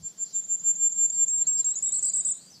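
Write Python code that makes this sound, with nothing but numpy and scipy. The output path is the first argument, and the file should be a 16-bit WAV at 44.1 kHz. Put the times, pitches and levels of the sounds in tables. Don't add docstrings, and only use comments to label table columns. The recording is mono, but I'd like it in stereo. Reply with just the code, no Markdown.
import sys
import numpy as np
from scipy import signal
from scipy.fft import rfft, irfft
from scipy.io import wavfile
from scipy.ndimage import uniform_filter1d

SR = 44100
rng = np.random.default_rng(int(sys.argv[2]) if len(sys.argv) > 2 else 0)


def wav_record(signal):
    frames = np.transpose(np.atleast_2d(signal))
    bounded = np.clip(frames, -1, 1)
    quanta = np.round(bounded * 32767).astype(np.int16)
    wavfile.write(sys.argv[1], SR, quanta)


N = 114660


def undb(db):
    return 10 ** (np.asarray(db) / 20)


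def add(out, start_s, x):
    i = max(int(start_s * SR), 0)
    out[i:i + len(x)] += x[:max(N - i, 0)]


def walk(rate_hz):
    k = max(int(SR / rate_hz), 1)
    smooth = uniform_filter1d(uniform_filter1d(rng.standard_normal(N), k), k)
    return smooth / smooth.std()


def pan(left_minus_right_db):
    return undb(np.array([[1], [-1]]) * left_minus_right_db / 2)


def noise(spectrum, side):
    point_hz, point_db = np.array(spectrum).T
    bin_hz = np.fft.rfftfreq(N, 1 / SR)
    gain = undb(np.interp(np.log(bin_hz + 1), np.log(point_hz), point_db, right=-np.inf))
    m, s = irfft(rfft(rng.standard_normal((2, N))) * gain, N)
    stereo = np.array([m + side * s, m - side * s])
    return stereo / m.std()


def swells(rows):
    t = np.arange(N) / SR
    return sum(undb(db) * np.exp(-((t - centre) / width) ** 2) for centre, width, db in rows)


def trees(x, t60_s, side, per_s=SR):
    t = np.arange(SR) / SR
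    reflections = rng.standard_normal((2, SR)) * (rng.random((2, SR)) < per_s / SR)
    decay = np.exp(-np.log(1000) * t / t60_s)
    tail = reflections * decay * (1 - np.exp(-t / .006))
    tail /= np.sqrt((tail ** 2).sum(axis=1, keepdims=True))
    m, s = signal.fftconvolve(x[None], tail, axes=1)[:, :N]
    return np.array([m + side * s, m - side * s])


def tone(t, pitch_hz, gain, jitter_hz):
    attack_s, release_s, shimmer_db = .006, .0065, .35
    ramp = np.clip(np.minimum(t / attack_s, (t[-1] - t) / release_s), 0, 1)
    soft_ends = np.sin(np.pi / 2 * ramp) ** 2
    phase = 2 * np.pi * np.cumsum(pitch_hz + jitter_hz * walk(990)[:len(t)]) / SR
    shimmer = undb(shimmer_db * walk(220)[:len(t)])
    return np.sqrt(2) * gain * soft_ends * shimmer * np.sin(phase)


def background():
    # pitch_hz [Hz], relative level_db [dB per Hz]
    air_spectrum = [(53, -48), (90, -18.5), (135, -2), (187, 3), (249, -6), (439, -10.5), (834, -13.5),
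                    (926, -15.5), (1090, -16), (2110, -19.5), (3200, -19.5), (4160, -54), (7040, -120)]
    hiss_spectrum = [(2500, -32), (3300, 1), (5000, 3.5), (7000, 7.5), (9000, -3), (11000, -6.5),
                     (15000, -7)]
    rumble_spectrum = [(20, -12), (60, -4), (120, 4.5), (170, 4.5), (300, -31)]
    # time_s [s], added level_db [dB]
    air_swell = [(0, -4.5), (.4, -2.5), (1.0, -2.5), (1.6, 0), (2.1, -0.2), (2.6, -3)]
    # centre_s [s], width_s [s], level_db before panning [dB]
    rumble_swells = [(.02, .05, -61), (.628, .025, -68)]
    air_db, flutter_db, hiss_db, rumble_floor_db = -59.5, .9, -61, -78.5
    air_side, hiss_side, rumble_pan_db = .77, .53, -18.5
    bass_cut_hz = 83

    t = np.arange(N) / SR
    air_level_db = air_db + np.interp(t, *np.array(air_swell).T) + flutter_db * walk(42)
    air = noise(air_spectrum, air_side) * undb(air_level_db)
    air = signal.sosfilt(signal.butter(2, bass_cut_hz, "high", fs=SR, output="sos"), air)
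    hiss = undb(hiss_db) * noise(hiss_spectrum, hiss_side)
    rumble_gain = undb(rumble_floor_db) + swells(rumble_swells)
    rumble = rumble_gain * noise(rumble_spectrum, air_side) * pan(rumble_pan_db)
    return air + hiss + rumble


def far_bird():
    # start_s [s], length_s [s], from_hz [Hz], to_hz [Hz], level_db before flutter and distance [dB]
    glides = [(.206, 0.067, 4870, 4690, -57), (.265, 0.022, 4050, 4490, -53.5),
              (.325, 0.048, 4070, 3440, -58), (.57, 0.11, 4810, 5300, -67.5),
              (.801, .08, 5280, 4900, -66.5), (0.943, 0.12, 3605, 4870, -65),
              (1.12, 0.039, 5060, 4250, -56), (1.168, 0.054, 4260, 3590, -66),
              (1.38, 0.087, 3750, 4296, -61), (1.448, 0.033, 4110, 5060, -54),
              (1.576, 0.023, 5100, 4840, -47), (1.598, 0.051, 4400, 3750, -55.5),
              (1.642, 0.04, 4840, 4640, -57.5), (1.665, 0.082, 3545, 4050, -58),
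              (1.755, 0.075, 4900, 5190, -61.5), (1.856, 0.037, 3655, 3774, -50),
              (1.922, 0.0345, 3910, 4850, -50), (2.044, 0.028, 4860, 4780, -45),
              (2.06, 0.041, 4830, 3780, -52.5), (2.07, .17, 4850, 4776, -56.5),
              (2.13, 0.097, 3573, 3855, -60), (2.228, .08, 5010, 5200, -66),
              (2.261, 0.043, 3546, 3594, -56.5), (2.33, .075, 3690, 4250, -59.5),
              (2.398, .032, 4250, 4800, -53.5), (2.442, .045, 4690, 4740, -56),
              (2.498, 0.016, 5560, 6240, -48), (2.524, 0.023, 5390, 4980, -49),
              (2.542, 0.029, 5000, 4100, -48.5)]
    # centre_s [s], width_s [s], level_db before flutter [dB]
    chatter_swells = [(.07, .15, -63), (.32, .07, -57), (1.17, .04, -67), (1.58, .04, -53.5),
                      (2.05, .035, -53)]
    # pitch_hz [Hz], relative level_db [dB per Hz]
    chatter_spectrum = [(3300, -40), (4300, -4.5), (5200, -4), (6300, -5), (7500, -28)]
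    direct_db, echo_db, echo_t60_s, side = -5.5, -3.5, .26, .77
    waver_hz, steady_share = 100, .3
    flutter_db, chatter_flutter_db = 2.2, 2

    sung = np.zeros(N)
    for start, length, from_hz, to_hz, db in glides:
        t = np.arange(int(length * SR)) / SR
        waver = waver_hz * np.clip(abs(to_hz - from_hz) / 600, steady_share, 1)
        pitch = from_hz + (to_hz - from_hz) * t / length
        gain = undb(db + flutter_db * walk(82)[:len(t)])
        add(sung, start, tone(t, pitch, gain, waver))
    echo = undb(echo_db) * trees(sung, echo_t60_s, side)
    chatter_flutter = undb(chatter_flutter_db * walk(58))
    chatter = noise(chatter_spectrum, side) * swells(chatter_swells) * chatter_flutter
    return undb(direct_db) * sung + echo + chatter


def whistles():
    # start_s [s], length_s [s], scoop_time_s [s], pitch_hz before the sag [Hz], sag_hz [Hz],
    # scoop_level_db [dB], peak_level_db before the push [dB], swell_db from start to peak [dB],
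    # peak_place [0-1 of the note]
    notes = [ (.018, .068, .001, 7335, 45, -77, -34.5, 32, .72),
             (.174, .074, .001, 7305, 20, -77, -28, 26, .85),
             (.285, .124, .009, 7300, 10, -52, -26, 120, .66),
             (.435, .129, .010, 7300, 15, -37, -23.5, 85, .73),
             (.591, .132, .011, 7315, 20, -37, -21.7, 62, .72),
             (.750, .139, .009, 7355, 45, -31, -21, 35, .76),
             (.917, .150, .0062, 7385, 95, -27.5, -22, 23, .78),
             (1.095, .156, .0055, 7420, 115, -26, -22.3, 17, .85),
             (1.278, .156, .0052, 7515, 195, -28, -24.3, 1, .6),
             (1.467, .150, .0045, 7570, 225, -30, -25, -4, .55),
             (1.641, .066, .005, 7545, 30, -25.5, -22.8, 14, .5)]
    scoop_from_hz, scoop_power, sag_power = 6220, 1.35, 1.2
    scoop_crest, scoop_width = 1.53, .99
    push_db_per_hz, push_lead_s, push_width_s = .034, .011, .018
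    fade_db = 3.5

    out = np.zeros(N)
    for start, length, scoop, hz, sag, scoop_db, peak_db, swell, crest in notes:
        t = np.arange(int(length * SR)) / SR
        u = t / length
        scoop_hz = (hz - scoop_from_hz) * np.exp(-(t / scoop) ** scoop_power)
        pitch = hz - scoop_hz - sag * u ** sag_power
        scoop_gain = undb(scoop_db) * np.exp(-((t / scoop - scoop_crest) / scoop_width) ** 2 / 2)
        push = push_db_per_hz * sag * np.exp(-((length - push_lead_s - t) / push_width_s) ** 2)
        before_peak = swell * np.maximum(1 - u / crest, 0) ** 2
        after_peak = fade_db * np.maximum(u - crest, 0) / max(1 - crest, .1)
        body_gain = undb(peak_db + push - before_peak - after_peak)
        add(out, start, tone(t, pitch, np.hypot(scoop_gain, body_gain), 9))
    return out


def flourish():
    # start_s [s], length_s [s], from_hz [Hz], to_hz [Hz], glide_time_s [s], level_db [dB]
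    slurs = [(1.701, 0.029, 7040, 7985, .016, -26.5), (1.753, 0.0432, 6190, 7260, 0.01, -29.5)]
    # time_s [s], pitch_hz [Hz]
    warble_shape = [(0, 5900), (.004, 7200), (.009, 7880), (.015, 8060), (.020, 7880), (0.025, 7230),
                    (.032, 7750), (0.038, 8150), (0.043, 7700), (0.045, 7260), (0.056, 7800), (.062, 8340),
                    (0.069, 7700), (0.076, 7080), (0.086, 6980)]
    # start_s [s], length_s [s], stretch of the shape [ratio], depth of the swings [ratio],
    # spike_hz on the middle crest [Hz], shift_hz [Hz], level_db before dips and fade [dB]
    warbles = [(1.8221, 0.079, 0.89, 0.58, 82, -79, -25.5), (1.917, 0.085, 1.01, 0.853, 274, -5.5, -25.5),
               (2.023, .085, 0.99, 0.93, 467, 1, -25), (2.133, 0.084, 1.01, 0.96, 596, 7, -25),
               (2.246, 0.085, .995, 1.03, 690, 29, -25)]
    centre_hz, jitter_hz = 7646, 48
    spike_at_s, spike_width_s = .037, .00243
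    rise_s, fade_db, dip_db_per_khz = .0008, 2, 2

    out = np.zeros(N)
    for start, length, from_hz, to_hz, glide, db in slurs:
        t = np.arange(int(length * SR)) / SR
        pitch = to_hz + (from_hz - to_hz) * np.exp(-t / glide)
        add(out, start, tone(t, pitch, undb(db), jitter_hz))
    shape_s, shape_hz = np.array(warble_shape).T
    for start, length, stretch, depth, spike, shift, db in warbles:
        t = np.arange(int(length * SR)) / SR
        curve = uniform_filter1d(np.interp(t / stretch, shape_s, shape_hz), size=70)
        swing = depth * (curve - centre_hz)
        swing = swing + spike * np.exp(-((t / stretch - spike_at_s) / spike_width_s) ** 2)
        dip = dip_db_per_khz * np.maximum(abs(swing) - 400, 0) / 1000
        fade = fade_db * (t / length - .5)
        gain = undb(db - dip - fade) * (1 - np.exp(-t / rise_s))
        add(out, start, tone(t, centre_hz + shift + swing, gain, jitter_hz))
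    return out


def firecrest():
    # centre_s [s], width_s [s], level_db before panning [dB]
    rasp_swells = [(1.953, 0.003, -58), (2.060, 0.003, -35), (2.170, 0.003, -44)]
    # pitch_hz [Hz], relative level_db [dB per Hz]
    rasp_spectrum = [(5000, -10), (8500, 21), (10500, -3), (11900, 10), (13000, -28), (15000, -30)]
    # time_s [s], left_minus_right_db [dB]
    place = [(0, -6.5), (.5, -5), (.8, -5.5), (1.152, -2.5), (1.45, -2.5), (1.78, -2), (2.1, -1.3),
             (2.6, 0)]
    near_db, near_t60_s, twig_echoes_per_s = -13.5, .18, 1100
    wood_db, wood_t60_s, echo_side = -20, .55, .45
    extra_scatter_db = 3.5

    opening = whistles()
    ending = flourish()
    sent = opening + undb(extra_scatter_db) * ending
    near_echo = undb(near_db) * trees(sent, near_t60_s, echo_side, twig_echoes_per_s)
    wood_echo = undb(wood_db) * trees(sent, wood_t60_s, echo_side)
    rasps = swells(rasp_swells) * noise(rasp_spectrum, 0)[0]
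    left_minus_right_db = np.interp(np.arange(N) / SR, *np.array(place).T)
    return (opening + ending + rasps + near_echo + wood_echo) * pan(left_minus_right_db)


def scene():
    return background() + far_bird() + firecrest()


def record(dry):
    return signal.sosfilt(signal.ellip(8, .2, 70, 15300, fs=SR, output="sos"), dry)


dry = scene()
out = record(dry)
wav_record(out)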